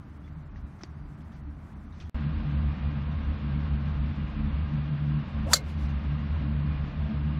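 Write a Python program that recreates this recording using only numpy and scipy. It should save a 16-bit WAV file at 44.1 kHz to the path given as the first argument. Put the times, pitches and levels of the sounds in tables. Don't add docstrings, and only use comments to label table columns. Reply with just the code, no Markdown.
import sys
import numpy as np
from scipy import signal
from scipy.fft import rfft, irfft, next_fast_len
from scipy.io import wavfile

SR = 44100
rng = np.random.default_rng(int(sys.argv[2]) if len(sys.argv) > 2 else 0)


def pcm_store(signal):
    levels = np.round(np.clip(np.atleast_2d(signal), -1, 1) * 32767)
    wavfile.write(sys.argv[1], SR, levels.astype(np.int16).T)


def invert_db(x):
    u = np.asarray(x, float) / 20
    return 10 ** u


N = 325899
FIRST_END_S, SECOND_START_S = 2.0963, 2.1441
BLOW_S = 5.533


def rms_one(x):
    return x / np.sqrt(np.mean(x ** 2) + 1e-20)


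def by_spot(first, second):
    return np.where(np.arange(N) > SECOND_START_S * SR, second, first)


def in_time(rows):
    s, *columns = np.transpose(rows)
    return [np.interp(np.arange(N) / SR, s, c) for c in columns]


def bumps(rows):
    t = np.arange(0, N + 64, 64) / SR
    bells = sum(height * np.exp(-((t - s) / spread) ** 2) for s, spread, height in rows)
    return np.interp(np.arange(N) / SR, t, bells)


def drift(rate_hz):
    r = np.exp(-80 * np.pi * rate_hz / SR)
    slow = signal.lfilter([1], [1, -2 * r, r * r], rng.standard_normal(N // 40 + 2002))[2000:]
    return np.interp(np.arange(N) / 40, np.arange(len(slow)), rms_one(slow))


def coloured(x, spectrum):
    hz = np.arange(len(x) // 2 + 1) * SR / len(x) + 1
    points = np.array(spectrum)
    gain_db = np.interp(np.log(hz), np.log(points[:, 0]), points[:, 1])
    return irfft(rfft(x) * invert_db(gain_db), len(x))


def noise(spectrum):
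    return rms_one(coloured(rng.standard_normal(next_fast_len(N)), spectrum)[:N])


def noise_band(hz, width_hz):
    edges = [hz - width_hz / 2, hz + width_hz / 2]
    band = signal.butter(2, edges, "band", fs=SR, output="sos")
    return rms_one(signal.sosfilt(band, rng.standard_normal(N)))


def add(out, s, hz, db, t60, swell=.0002):
    i = round(s * SR)
    t = np.arange(min(round(t60 * SR * 1.5), N - i)) / SR
    decay = invert_db(db - 60 * np.maximum(t - swell, 0) / t60)
    out[i:i + len(t)] += decay * np.sin(2 * np.pi * hz * t) * np.minimum(t / swell, 1)


def burst(s, rise, hold, t60):
    t = np.arange(N) / SR - s
    fall = invert_db(-60 * np.clip(t - hold, 0, 2 * t60) / t60)
    return np.clip(t / rise, 0, 1) * fall * (t < hold + 2 * t60)


# (frequency [Hz], density [dB per Hz])
WASH_FIRST = [(30, -18.5), (85, -4), (152, -2), (230, -8), (491, -27), (596, -23.5), (1270, -24),
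              (2190, -34), (2770, -40.5), (4180, -46.5), (6000, -49.5), (10000, -54), (15500, -60.5)]
WASH_SECOND = [(30, -23.5), (85, -4), (107, -4.5), (221, -1.5), (389, -22.5), (553, -19.5), (756, -22.5),
               (1070, -21), (2740, -29), (4460, -39.5), (6000, -51.5), (9000, -61.5), (15500, -69)]


def wash():
    sway_db = .5 * drift(5)
    return invert_db(by_spot(-46.5, -39) + sway_db) * by_spot(noise(WASH_FIRST), noise(WASH_SECOND))


# (time [s], spread [s], peak [dB])
GUSTS = [(.55, .11, -43), (1.06, .035, -41), (1.45, 0.22, -51.5), (1.88, 0.14, -48), (2.41, 0.066, -29.5),
         (2.9, 0.08, -44), (3.27, .09, -35), (3.62, .1, -43), (3.97, 0.097, -39), (4.25, 0.05, -35),
         (4.42, 0.088, -30), (4.7, 0.072, -42.5), (6.778, 0.055, -46), (6.95, 0.1, -42)]


def wind():
    hz = 46 * (1 + 0.089 * drift(6.9))
    calm = invert_db(by_spot(-58, -50.5) + 4.5 * drift(4))
    push = calm + bumps([(s, spread, invert_db(db)) for s, spread, db in GUSTS])
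    return push * np.sin(2 * np.pi * np.cumsum(hz) / SR)


# (time [s], length [s], frequency [Hz], level [dB])
CHIRPS = [
    (.24, .04, 3450, -68),
    (.59, .12, 3900, -78),
    (.63, .14, 2400, -74),
    (.94, .14, 4760, -80),
]


def birds():
    t, out = np.arange(N) / SR, np.zeros(N)
    for s, length, hz, db in CHIRPS:
        shape = np.sin(np.pi * np.clip((t - s) / length, 0, 1)) ** .5
        out += invert_db(db + 3.8 * drift(26)) * shape * np.sin(2 * np.pi * hz * t + 1.6 * drift(40))
    return out


# (time [s], spread [s], change [dB])
FADES = [(.79, 0.029, -12.5), (1.72, 0.013, -2.5), (2.78, 0.049, -7.5), (3.07, 0.037, -8.5),
         (3.39, 0.041, -6.5), (4.15, 0.021, -8.5), (4.32, 0.059, -12), (4.985, 0.024, -11.5),
         (5.31, 0.034, -13), (5.62, 0.094, -3), (6.01, .09, -4), (6.91, 0.081, -4)]
# (time [s], spread [s], change [dB])
BENDS = [
    [(.73, 0.019, 9), (1.49, 0.037, 13), (1.63, 0.034, 10.5), (2.02, 0.044, 4.5), (2.21, .06, -5),
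     (2.47, 0.057, -7), (2.67, 0.037, 7.5), (2.95, 0.1, -4), (4.59, 0.066, 6), (4.73, 0.082, -9.5),
     (4.96, .12, -6), (5.2, 0.048, -14), (5.7, 0.038, 5), (6.7, 0.07, -4), (6.91, 0.07, -8.5),
     (7.11, 0.035, -15)],
    [(.45, 0.084, 5.5), (.97, 0.083, 9.5), (2.15, 0.042, -21), (2.38, 0.053, -11), (2.68, 0.031, 6.5),
     (3.2, .035, -24), (4.88, 0.055, 4.5), (5.1, 0.11, 6), (5.25, .04, -10), (5.69, .06, -3.5),
     (3.3, 0.047, -7), (7.11, 0.029, -10), (7.23, .025, -5.5)],
    [(.46, 0.045, 6.5), (1.3, 0.14, 8.5), (1.78, 0.095, 10), (2.4, .06, 4), (2.7, 0.024, 7.5),
     (4.39, 0.069, 7.5), (4.59, 0.057, -17), (5.4, .05, 7), (6.34, .05, -15), (6.78, 0.045, -17),
     (7.11, 0.035, 9.5)],
]


def engine():
    firing_hz = 72.9 * (1 + 0.00609 * drift(1.0))
    turn = 2 * np.pi * np.cumsum(firing_hz) / SR
    first_db, second_db = (-49, -54, -60, -65.5), (-30.5, -34, -42, -53.5)
    own_db = [bumps(rows) for rows in BENDS] + [4 * drift(4)]
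    shared_db, out = bumps(FADES), np.zeros(N)
    for k in range(4):
        flutter_db = by_spot(4.5, 3.0) * drift(9.9)
        level_db = by_spot(first_db[k], second_db[k]) + shared_db + own_db[k] + flutter_db
        out += np.sqrt(2) * invert_db(level_db) * np.sin((k + 1) * turn + 1.11 * drift(4.3))
    return out


# (frequency [Hz], width [Hz], level [dB])
WHINES = [(1078.4, 75, -61.5), (1222, 17, -64), (1606, 18, -64.5), (2438, 10, -68.5), (2812, 31, -67.5),
          (3500, 610, -68.5)]


def blades():
    whine = sum(invert_db(db + 0.67 * drift(1.0)) * noise_band(hz, width) for hz, width, db in WHINES)
    return by_spot(0, 1) * whine


def deck_surge():
    peak_s, spread_s = 7.03, .15
    swell = np.exp(-((np.arange(N) / SR - peak_s) / spread_s) ** 2)
    return invert_db(-55) * swell * noise_band(640, 90)


# (time [s], peak [dB], pitch [Hz], t60 [s], scuff [dB])
TICKS = [(.2785, -54, 2170, 0.015, -14), (0.559, -50.5, 1810, 0.02, -15), (.79, -64, 5900, .012, -5),
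         (0.809, -47, 1280, 0.017, -13), (0.8358, -50, 3640, 0.013, -30), (2.001, -55, 5600, .012, -12),
         (0.8348, -35, 5370, 0.0033, -26.5), (0.8361, -36, 317, .02, -36),
         (0.8359, -36.5, 704, 0.0057, -36), (0.8351, -42.5, 2020, 0.0061, -13),
         (.838, -57, 4500, 0.064, -20), (1.207, -66, 3230, 0.019, -3), (1.32, -66, 3500, 0.051, -2.5),
         (1.925, -63.5, 3800, 0.078, -3.5), (2.001, -50, 2340, 0.013, -14),
         (2.003, -49.5, 3420, 0.02, -20.5), (2.010, -52, 3250, 0.028, -17), (2.022, -54, 2420, 0.033, -21),
         (2.05, -62, 3330, 0.11, -16.5)]


def ticks():
    out = np.zeros(N)
    grit = noise([(600, -9), (2000, 4.5), (3500, -2.5), (6200, -4.5), (7000, -17.5), (14000, -39)])
    for s, db, hz, t60, scuff_db in TICKS:
        for share in rng.uniform(-1, 1, 3):
            add(out, s, hz * (1 + .06 * share), db - 4, t60, .0005)
        out += invert_db(db + scuff_db) * burst(s, 0.003, 0.82 * t60, 4.9 * t60) * grit
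    return out


# (frequency [Hz], density [dB per Hz])
TREE_COLOUR = [(400, -24), (800, 4), (1500, -8), (3000, -3.5), (5000, -9), (8000, -16.5), (14000, -25),
               (16000, -42.5)]


def tree_echo():
    envelope = burst(5.59, rise=0.099, hold=.26, t60=0.56)
    return invert_db(-58.5 + 2.0 * drift(18)) * envelope * noise(TREE_COLOUR)


# (time [s], eddy tone [Hz], tone [dB], hiss [dB])
SWISH = [
    (5.43, 450, -69, -80),
    (5.47, 559.5, -44.5, -70),
    (5.495, 705, -42, -56),
    (5.515, 954.5, -36, -43.5),
    (5.532, 959, -35, -35.5),
    (5.545, 573, -46.5, -57.5),
    (5.58, 559.8, -49, -70),
    (5.62, 407.6, -49, -82.5),
    (5.66, 388, -66.5, -89),
]


def swish():
    hz, level_db, hiss_db = in_time(SWISH)
    turn = 2 * np.pi * np.cumsum(hz) / SR
    eddies = np.zeros(N)
    for ratio, db in ((1, 3.0), (.62, -7.0), (1.6, -9.5)):
        steady = (.6 + .8 * drift(75)) * np.sin(ratio * turn)
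        breathy = 0.704 * drift(95) * np.cos(ratio * turn)
        eddies += invert_db(db) * (steady + breathy)
    hiss = noise([(500, -19), (1500, -3.5), (4000, -5.0), (8000, -4.0), (15000, -18.5)])
    return (level_db > -69) * (invert_db(level_db) * eddies + invert_db(hiss_db) * hiss)


# (time [s], frequency [Hz], level [dB], swell [s], t60 [s])
RINGS = [(5.535, 522, -29, 0.0087, 0.037), (5.534, 670, -30.5, .008, 0.039),
         (5.55, 2140, -36.5, 0.013, 0.15), (5.552, 2095, -45, 0.019, 0.21), (5.553, 4060, -36, .008, .11),
         (5.553, 4210, -38, .008, .08), (5.55, 4450, -35, .01, 0.087), (5.555, 4960, -40, 0.012, 0.051),
         (5.565, 566, -46, 0.013, 0.1), (5.602, 428, -44.5, 0.023, 0.11)]


def turf_and_tee():
    out = np.zeros(N)
    for s, hz, db, swell, t60 in RINGS:
        add(out, s, hz, db, t60, swell)
    return out


# (frequency [Hz], density [dB per Hz])
SCATTER = [(880, -43), (1500, -5.5), (1860, -20.5), (2120, -16), (2320, -23), (3990, -7), (7580, -10.5),
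           (8200, -17), (12700, -20.5), (15900, -33)]


def scatter():
    tail = invert_db(-25) * burst(BLOW_S, 0.011, 0.012, .09)
    bank = invert_db(-35.5) * burst(BLOW_S + 0.02, .004, .016, 0.044)
    return (tail + bank) * noise(SCATTER)


# (frequency [Hz], density [dB per Hz])
CRACK = [(530, -39.5), (900, 1.5), (1550, -3.5), (2410, -28), (4500, 10), (5080, -19.5), (7370, -8.5),
         (8110, -12), (14600, -13.5), (15900, -50.5)]


def crack():
    spikes = invert_db(5 * rng.exponential(1, N).clip(0, 3))
    splinters = rms_one(spikes * noise(CRACK))
    colour = [(700, -25.5), (1200, -1.5), (15000, 1), (16000, -24.5)]
    return invert_db(-23) * burst(BLOW_S, .0002, .011, 0.012) * coloured(splinters, colour)


# (time [s], level [dB])
KNOCKS = [
    (5.533, -3.5),
    (5.5369, -21),
    (5.5392, -15.5),
]
# (frequency [Hz], level [dB], t60 [s])
BALL = [(1100, -24, .012), (1330, -10.5, 0.018), (1507, -11.5, .016), (1773, -13.5, 0.013),
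        (1860, -23.5, 0.014)]


def ball():
    out = np.zeros(N)
    for s, knock_db in KNOCKS:
        for hz, db, t60 in BALL:
            add(out, s, hz, knock_db + db + 2 * rng.standard_normal(), t60)
    return out


HEAD_HZ = [3530, 4055, 4135, 4535, 4795, 5090, 5490, 5870, 6150, 6640, 6840, 7135, 7535, 8560, 10000, 11200,
           11850, 12600, 13710]
# (level [dB], swell [s], t60 [s])
HEAD = [(-19, 0.001394, 0.033), (-19.5, .007, 0.05), (-19, 0.00203, 0.029), (-13.5, 0.0075, 0.025),
        (-22, 0.0032, 0.034), (-30, .002, 0.025), (-19.5, 0.00071, .03), (-18, 0.0012, 0.027),
        (-26.5, 0.0041, 0.054), (-21, 0.0044, 0.025), (-20.5, 0.0005, 0.067), (-16, 0.000685, 0.023),
        (-18.5, 0.0069, 0.029), (-26.5, .004, 0.026), (-26, 0.0011, 0.022), (-25.5, 0.0029, 0.013),
        (-27.5, 0.0019, 0.02), (-28, 0.0013, 0.023), (-35.5, 0.000978, .02)]


def head():
    out = np.zeros(N)
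    for hz, (db, swell, t60) in zip(HEAD_HZ, HEAD):
        add(out, BLOW_S, hz, db, t60, swell)
    return out


def strike():
    no_bass = signal.butter(3, 800, "high", fs=SR, output="sos")
    body = invert_db(2) * signal.sosfilt(no_bass, head() + ball())
    return body + crack() + scatter() + turf_and_tee()


def gain_control():
    duck_db, attack_s, hold_s, release_s = -2.5, 0.0026, 0.19, 0.071
    t = np.arange(N) / SR - 5.5435
    return invert_db(duck_db * np.clip(t / attack_s, 0, 1) * np.clip(1 - (t - hold_s) / release_s, 0, 1))


# (frequency [Hz], side minus mid [dB])
SIDE_DB = [(100, -48), (250, -31), (500, -23), (4000, -23), (12000, -12)]


def scene():
    background = wash() + wind() + birds() + engine() + blades() + deck_surge()
    golf = ticks() + tree_echo() + swish() + strike()
    mid = (background + golf) * gain_control()
    side = coloured(np.roll(mid, 23), SIDE_DB) * by_spot(0, 1)
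    return np.array([mid + side, mid - side])


# (frequency [Hz], step [dB])
MID_STEP = [(250, -50.5), (1000, -57), (3500, -42.5), (4650, -31.5), (4950, -21.5), (5800, -25.5),
            (7000, -22.5), (10000, -26.5), (16000, -31)]
SIDE_STEP = [(100, 6), (230, -4), (400, -16), (1000, -16), (2000, -18), (4500, -24), (16000, -30)]


def starve(x):
    hop, lead = 1024, 2048 - 171
    n = np.arange(2 * hop) + .5
    window = np.sqrt(2 / hop) * np.sin(np.pi * n / 2 / hop)
    basis = window[:, None] * np.cos(np.pi / hop * np.outer(n + hop / 2, n[:hop]))
    count = N // hop + 4
    ends = (lead, (count + 1) * hop - N - lead)
    padded = np.pad([x[0] + x[1], x[0] - x[1]], ((0, 0), ends), "reflect").reshape(2, -1, hop) / 2
    lines = np.concatenate([padded[:, :-1], padded[:, 1:]], axis=2) @ basis

    spare_db = rng.standard_normal((2, count)) * [[3.0], [4.0]]
    spare_db += 3.5 * (np.arange(count) * hop < FIRST_END_S * SR + lead)
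    loud_db = 10 * np.log10(np.mean(lines[0] ** 2, axis=1) + 1e-12) + spare_db
    log_hz = np.log(n[:hop] * SR / 2 / hop)
    curves = [np.transpose(points) for points in (MID_STEP, SIDE_STEP)]
    step_db = np.array([np.interp(log_hz, np.log(hz), db) for hz, db in curves])
    by_band_db = np.repeat(2.2 * rng.standard_normal((2, count, hop // 16)), 16, axis=2)
    step = invert_db(loud_db[:, :, None] + step_db[:, None] + by_band_db)

    rounded = np.sign(lines) * np.floor(abs(lines) / step + .4) * step
    back = rounded @ basis.T
    out = np.zeros_like(padded)
    out[:, :-1] += back[:, :, :hop]
    out[:, 1:] += back[:, :, hop:]
    mid, side = out.reshape(2, -1)[:, lead:lead + N]
    return np.array([mid + side, mid - side])


def top_cut(x):
    return signal.sosfilt(signal.butter(12, 16050, fs=SR, output="sos"), x)


def record(dry):
    t = np.arange(N) / SR
    limited = 1.181 * np.tanh(dry / 1.191)
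    heard = (t < FIRST_END_S) + np.clip((t - SECOND_START_S) / .0006, 0, 1)
    gap_hiss = invert_db(-69.5) * noise(WASH_SECOND) * (heard == 0)
    click = invert_db(-43) * np.exp(np.minimum(t - FIRST_END_S, 0) / .002) * (t < FIRST_END_S)
    mix = starve(limited) * heard + gap_hiss - click
    return top_cut(mix)


dry = scene()
out = record(dry)
pcm_store(out)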